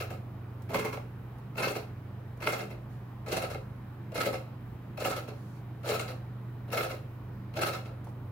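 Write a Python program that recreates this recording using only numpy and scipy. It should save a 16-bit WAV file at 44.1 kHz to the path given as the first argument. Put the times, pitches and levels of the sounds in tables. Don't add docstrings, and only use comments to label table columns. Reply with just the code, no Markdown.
import sys
import numpy as np
from scipy import signal
from scipy.io import wavfile

SR = 44100
rng = np.random.default_rng(int(sys.argv[2]) if len(sys.argv) > 2 else 0)


def generate_wav(sig):
    pcm = np.round(np.clip(np.atleast_2d(sig).T, -1, 1) * 32767).astype(np.int16)
    wavfile.write(sys.argv[1], SR, pcm)


def attenuation_scalar(level_db):
    decades = np.asarray(level_db, float) / 20
    return 10 ** decades


N = 366471


def rms_one(x):
    return x / np.sqrt(np.mean(x ** 2) + 1e-20)


def at_hz(points, hz):
    table_hz, values = np.transpose(points)
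    return np.interp(np.log(hz), np.log(table_hz), values)


def drift(rate_hz):
    r = np.exp(-2 * np.pi * rate_hz * 40 / SR)
    settle = 4000
    noise = rng.standard_normal(N // 40 + settle + 2)
    slow = signal.lfilter([1], [1, -2 * r, r * r], noise)[settle:]
    return np.interp(np.arange(N) / 40, np.arange(len(slow)), rms_one(slow - slow.mean()))


def resonate(x, hz, width_hz):
    r = np.exp(-np.pi * width_hz / SR)
    zeros = np.array([1, 0, -1]) * (1 - r * r) / 2
    return signal.lfilter(zeros, [1, -2 * r * np.cos(2 * np.pi * hz / SR), r * r], x)


# (frequency [Hz], left minus right [dB])
BALANCE_DB = [(60, -1.5), (180, -3.5), (550, -0.5), (1650, -1), (4970, 1.5), (15000, 2)]


def spread(pair, hz, likeness):
    alike = np.clip(at_hz(likeness, hz), -1, 1)
    shared = np.sqrt(1 + alike) * pair[0]
    opposed = np.sqrt(1 - alike) * pair[1] * [[1], [-1]]
    return (shared + opposed) * attenuation_scalar(at_hz(BALANCE_DB, hz) * np.array([[.5], [-.5]]))


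def bands(source, spectrum, likeness, patchy_db, rate_hz):
    first, last = spectrum[0][0], 1.07 * spectrum[-1][0]
    edges = np.geomspace(first, last, int(3 * np.log2(last / first)))
    out = 0
    for k, (low, high) in enumerate(zip(edges, edges[1:])):
        band_pass = signal.butter(2, [low, high], "band", fs=SR, output="sos")
        band = signal.sosfilt(band_pass, source[k % 2])
        hz = np.sqrt(low * high)
        gain = attenuation_scalar(at_hz(spectrum, hz) + patchy_db * drift(rate_hz))
        out = out + gain * spread(band, hz, likeness)
    return out


# (time [s], level [dB])
FAN_LEVEL = [
    (0, -45.5),
    (1.25, -54),
    (1.5, -72),
    (1.95, -45),
    (2.6, -58),
    (3.5, -52),
    (5.8, -53.5),
    (6.9, -49.5),
    (8.31, -50),
]
# (frequency [Hz], width [Hz], level [dB rms])
DUCT_MODES = [
    (57.7, 2.1, -59.5),
    (142.8, 6.7, -53.5),
    (199, 4.8, -56.5),
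]
# (frequency [Hz], level [dB per Hz])
ROOM_TONE = [(25, -41), (45, -18), (70, -15.5), (150, -14), (230, -15), (320, -18), (450, -24.5),
             (1000, -26.5), (2000, -36.5), (4000, -49.5), (7000, -61.5), (9500, -57), (12500, -54.5),
             (15800, -48)]
# (frequency [Hz], left-right likeness [-1 to 1])
FAR_LIKENESS = [(40, 0.91), (180, 1), (320, 0.9), (640, 0.48), (1400, 0.54), (3100, 0.026), (6800, .01)]


def background():
    t = np.arange(N) / SR
    hum = attenuation_scalar(-43 + 0.9 * drift(0.37)) * np.sin(2 * np.pi * 120.4 * t)

    fan_hz = 95.56 + 0.44 * drift(1.14)
    fan_db = np.interp(t, *np.transpose(FAN_LEVEL)) + 2.5 * drift(3.8)
    fan = attenuation_scalar(fan_db) * np.sin(2 * np.pi * np.cumsum(fan_hz) / SR)

    ducts = sum(attenuation_scalar(db) * rms_one(resonate(rng.standard_normal(N), hz, width))
                for hz, width, db in DUCT_MODES)
    hiss = rng.standard_normal((2, 2, N))
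    floor = rms_one(bands(hiss, ROOM_TONE, FAR_LIKENESS, patchy_db=1.0, rate_hz=4.3))
    tones = np.sqrt(2) * (hum + fan) + ducts
    return tones * attenuation_scalar([[-.55], [.55]]) + attenuation_scalar(-48.5) * floor


def room(x):
    bass_t60_s, treble_t60_s = 0.33, 0.31
    t = np.arange(SR // 2) / SR
    noise = rng.standard_normal((2, len(t))) * (1 - np.exp(-t / 0.0025))
    long_waves = signal.butter(2, 600, fs=SR, output="sos")
    noise[1] += signal.sosfilt(long_waves, noise[0] - noise[1])
    bass = signal.sosfilt(signal.butter(1, 2500, fs=SR, output="sos"), noise)
    tail = bass * attenuation_scalar(-60 * t / bass_t60_s) + (noise - bass) * attenuation_scalar(-60 * t / treble_t60_s)
    tail = tail / np.sqrt(np.sum(tail ** 2, axis=1, keepdims=True))
    return signal.fftconvolve(x, tail, axes=1)[:, :N]


# (left lag [ms], right lag [ms], level [dB])
ECHOES = [
    (.3, .2, -11),
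    (.7, .9, -11),
    (3.6, 2.9, -14),
]


def first_echoes(x):
    out, n = x.copy(), np.arange(N)
    for left_ms, right_ms, db in ECHOES:
        for side, ms in enumerate((left_ms, right_ms)):
            out[side] += attenuation_scalar(db) * np.interp(n - ms * SR / 1000, n, x[side], left=0)
    return out


# (time [s], hold [s], level [dB])
RUSTLE = [
    (2.885, 0.037, -64),
    (5.33, 0.22, -62),
]


def sleeve():
    attack_s, release_s = .025, 0.055
    t, level = np.arange(N) / SR, np.zeros(N)
    for s, hold_s, db in RUSTLE:
        corners = np.cumsum([s, attack_s, hold_s, release_s])
        level += attenuation_scalar(db) * np.interp(t, corners, [0, 1, 1, 0])
    soft = signal.butter(1, 7000, fs=SR, output="sos")
    return level * signal.sosfilt(soft, rng.standard_normal((2, N)))


# (time [s], crack peak [dB], knock [dB], t60 [s])
CLICKS = [
    (0.62, -35, -62, 0.055),
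    (1.3825, -42, -54, 0.079),
    (2.372, -41, -56, 0.048),
    (2.818, -50, -76, 0.048),
    (8.043, -36.5, -61, 0.071),
    (8.0694, -42, -44.5, 0.055),
    (8.0889, -41, -74, 0.067),
    (8.2865, -60, -71, 0.043),
]


def fingers():
    crack, knock = np.zeros(N), np.zeros(N)
    for s, crack_db, knock_db, t60 in CLICKS:
        start = round(s * SR)
        t = np.arange(min(SR // 10, N - start)) / SR
        fall = attenuation_scalar(-60 * t / max(t60, .005))
        onset = 1 - np.exp(-t / 0.0004)
        crack[start:start + len(t)] += attenuation_scalar(crack_db - 21.0) * fall * onset
        knock[start:start + len(t)] += attenuation_scalar(knock_db + 25.0) * fall
    bright = signal.butter(2, 2500, "high", fs=SR, output="sos")
    cracks = crack * rng.standard_normal((2, N))
    thud = resonate(resonate(knock * rng.standard_normal(N) + 1e-18, 520, 300), 560, 300)
    return signal.sosfilt(bright, cracks + attenuation_scalar(-3.5) * sleeve()) + thud


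# (hardest stroke [s], crank speed there [turns/s], first stroke before it [ms], switch-on before that [ms])
KICKS = [
    (-.111, 22.15, 48, 20),
    (.7429, 23.3, 40.5, 8),
    (1.6284, 21.0, 49.3, 24),
    (2.4705, 21.76, 49.2, 15),
    (3.3198, 23.5, 34.7, 19.6),
    (4.2035, 20.7, 50.5, 31.5),
    (5.048, 21.8, 45.2, 26),
    (5.8888, 23.0, 32.8, 21),
    (6.774, 20.7, 47, 43),
    (7.616, 21.64, 49.7, 25.7),
]
# (switch-on jolt [dB], first stroke [dB], hardest stroke [dB])
KICK_DB = [(-50, -36, -27.5), (-51, -43.5, -28), (-51, -30, -27.5), (-49, -36, -27.5), (-47, -36, -27),
           (-52.5, -31, -27.5), (-43.5, -35, -27), (-50.5, -34.5, -26.5), (-56, -30, -27.5),
           (-50, -34, -26.5)]
# (time [s], level [dB])
KNOCKS = [
    (0.9454, -73),
    (0.9708, -49),
    (1.014, -66),
    (3.5455, -46),
    (3.5782, -62),
    (4.1786, -38),
    (6.119, -52.5),
    (6.703, -52),
    (7.59, -39),
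]
# (gear re air [dB], case re air [dB], rise [ms], t60 [s])
JOLT = (0.5, 0, 2, 0.08)
FIRST = (-0.5, 0, 10, 0.23)
HARDEST = (-0.5, -0.44, 8, 0.1878)
COAST = (-1, -2, 5, 0.1727)
LOOSE = (3, 3.5, -11.5, 0.0253)


def strokes():
    drag = 76
    gear_share, case_share = 0.14, 0.34
    rows = [(s, db, -30, LOOSE) for s, db in KNOCKS]
    for (s, speed, first_ms, run_up_ms), (jolt_db, first_db, full_db) in zip(KICKS, KICK_DB):
        first_s = s - first_ms / 1000
        jolt_s = s - (first_ms + run_up_ms + 3) / 1000
        rows += [(jolt_s, jolt_db, full_db, JOLT),
                 (first_s, first_db, full_db, FIRST),
                 (s, full_db, full_db, HARDEST)]
        for turn in (1, 2, 3):
            slowed = np.sqrt(max(speed ** 2 - 2 * drag * turn, .25))
            coast_db = full_db - 2.5 + 26 * np.log10(slowed / speed)
            rows += [(s + (speed - slowed) / drag, coast_db, full_db, COAST)]
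    out = []
    for s, db, full_db, (gear_db, case_db, rise_ms, t60) in rows:
        weaker_db = full_db - db
        if s > -.1:
            out.append((s, db, gear_db + gear_share * weaker_db, case_db + case_share * weaker_db,
                        rise_ms, t60))
    return out


def effort(level_db, slower, blow_db):
    power, blows = np.zeros(N), np.zeros(N)
    for (s, _, _, _, rise_ms, t60), db in zip(strokes(), level_db):
        rise_s = max(rise_ms, .5) * slower / 1000
        start = max(round((s - 1.68 * rise_s) * SR), 0)
        t = np.arange(min(SR // 3, N - start)) / SR + max(1.3 * rise_s - s, 0)
        swell = 1 - np.exp(-(t / rise_s / 2) ** 2)
        fall = attenuation_scalar(db - 60 * t / (max(t60, .02) * slower))
        power[start:start + len(t)] += (swell * fall) ** 2
        blows[max(round((s + .002) * SR), 0)] = attenuation_scalar(db + blow_db) * (s > 0)
    clatter = signal.lfilter([attenuation_scalar(-21.0)], [1, -attenuation_scalar(-60 / (.06 * SR))], blows + 1e-18)
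    return np.sqrt(power + clatter ** 2), blows


def teeth(per_s, uneven_db):
    sizes = attenuation_scalar(uneven_db * np.minimum(rng.exponential(1, (2, N)), 5))
    signs = rng.choice([-1, 1], (2, N))
    hits = rng.random((2, N)) < per_s / SR
    return rms_one(sizes * signs * hits) + 1e-9


# (time [s], grip [0-1])
GRIP = [
    (0, 0.2),
    (.85, .99),
    (1.7, 0.56),
    (2.55, 0.6),
    (3.2, 0.34),
    (8.31, 0.14),
]
# (frequency [Hz], left-right likeness [-1 to 1])
NEAR_LIKENESS = [(150, 1), (400, 1), (1000, 0.57), (3000, 0.19), (8000, -0.11), (15000, -0.34)]


def body(knocks, modes, patchy_db):
    grip = np.interp(np.arange(N) / SR, *np.transpose(GRIP))
    out = 0
    for k, (hz, width, db, held_db) in enumerate(modes):
        gain = attenuation_scalar(db + held_db * grip + patchy_db * drift(13.4)) / np.sqrt(width)
        ring = spread(resonate(knocks, hz, width), hz, NEAR_LIKENESS)
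        out = out + (-1) ** k * gain * ring
    return out


# (frequency [Hz], width [Hz], level [dB], change under a gripping hand [dB])
CASE_MODES = [(179, 40, -9.5, 5.5), (258.3, 31, -10.5, 9), (338.3, 22, -4.5, 2), (425.4, 13.6, -2.5, 8),
              (479, 29, 2, -2.5), (529, 23, 5.5, -4), (577.6, 42, 5, 0), (663, 59, 4, -1.5),
              (750, 27, -1, 0.5), (838, 91, -5.5, 2)]


def case_boom():
    _, air_db, _, case_db, _, _ = np.transpose(strokes())
    push, blows = effort(air_db + case_db + 31.0, slower=1.45, blow_db=16.0)
    knocks = push * teeth(per_s=450, uneven_db=3.0) + blows * [[1], [.4]]
    return body(knocks, CASE_MODES, patchy_db=1.25)


# (frequency [Hz], width [Hz], level [dB], change under a gripping hand [dB])
GEAR_MODES = [(1040, 230, -13.5, 19), (1237, 110, -2, -0.5), (1312, 66, 6, -5), (1613, 75, -3, 2.5),
              (2109, 91, -1, 5.5), (2643, 125, -1, 2.5), (2840, 35, -10.5, -3), (3477, 100, -12, -27),
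              (3914, 68, -5.5, -8.5), (4220, 46, -12, -21), (4800, 52, -25, -1), (5260, 91, -11, -5)]
# (frequency [Hz], level [dB per Hz])
GRIND = [(800, -15), (1100, -3), (1500, -2), (2000, -2), (2700, -9), (3300, -17), (4200, -17), (5600, -34)]


def gears():
    _, air_db, gear_db, _, _, _ = np.transpose(strokes())
    push, blows = effort(air_db + gear_db, slower=1.23, blow_db=14.5)
    knocks = teeth(per_s=1800, uneven_db=5.0)
    rattle = attenuation_scalar(31.0) * body(push * knocks + blows * [[1], [.4]], GEAR_MODES, patchy_db=2.0)
    rubbing = [knocks + 1.3 * rng.standard_normal((2, N)), teeth(per_s=6100, uneven_db=0.0)]
    grind = rms_one(bands(rubbing, GRIND, NEAR_LIKENESS, patchy_db=2.5, rate_hz=27.0))
    return rattle + attenuation_scalar(-3.5) * push * grind


# (frequency [Hz], level [dB per Hz])
AIR = [(2650, -23), (4500, 5), (5350, -3), (6030, -4.5), (6980, 5.5), (8000, -5.5), (11600, -7),
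       (15700, -3)]


def valve_air():
    _, air_db, _, _, _, _ = np.transpose(strokes())
    push, _ = effort(air_db - 5.5, slower=1.0, blow_db=1.0)
    gritty = [teeth(per_s=9000, uneven_db=-1.0), teeth(per_s=9000, uneven_db=2.0)]
    return push * rms_one(bands(gritty, AIR, NEAR_LIKENESS, patchy_db=3.0, rate_hz=38))


def thumps():
    _, air_db, gear_db, _, _, _ = np.transpose(strokes())
    _, blows = effort(air_db + gear_db, slower=1, blow_db=3)
    pulse = signal.butter(1, [300, 2600], "band", fs=SR, output="sos")
    return -signal.sosfilt(pulse, blows + 1e-18)


def compressor():
    chatter = attenuation_scalar(1.4 * drift(75))
    return (case_boom() + gears() + valve_air()) * chatter + thumps()


def scene():
    near = attenuation_scalar(0.5) * first_echoes(compressor() + fingers())
    return near + attenuation_scalar(-5.5) * room(near) + background()


def band_limit(x):
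    return signal.sosfilt(signal.butter(12, 15840, fs=SR, output="sos"), x)


def record(dry):
    n, port_lag_s = np.arange(N), -4.5e-5
    right = np.interp(n + round(port_lag_s * SR), n, dry[1])
    steep = signal.ellip(10, .5, 70, 15800, fs=SR, output="sos")
    mix = signal.sosfilt(steep, np.array([dry[0], right]))
    return band_limit(mix)


dry = scene()
out = record(dry)
generate_wav(out)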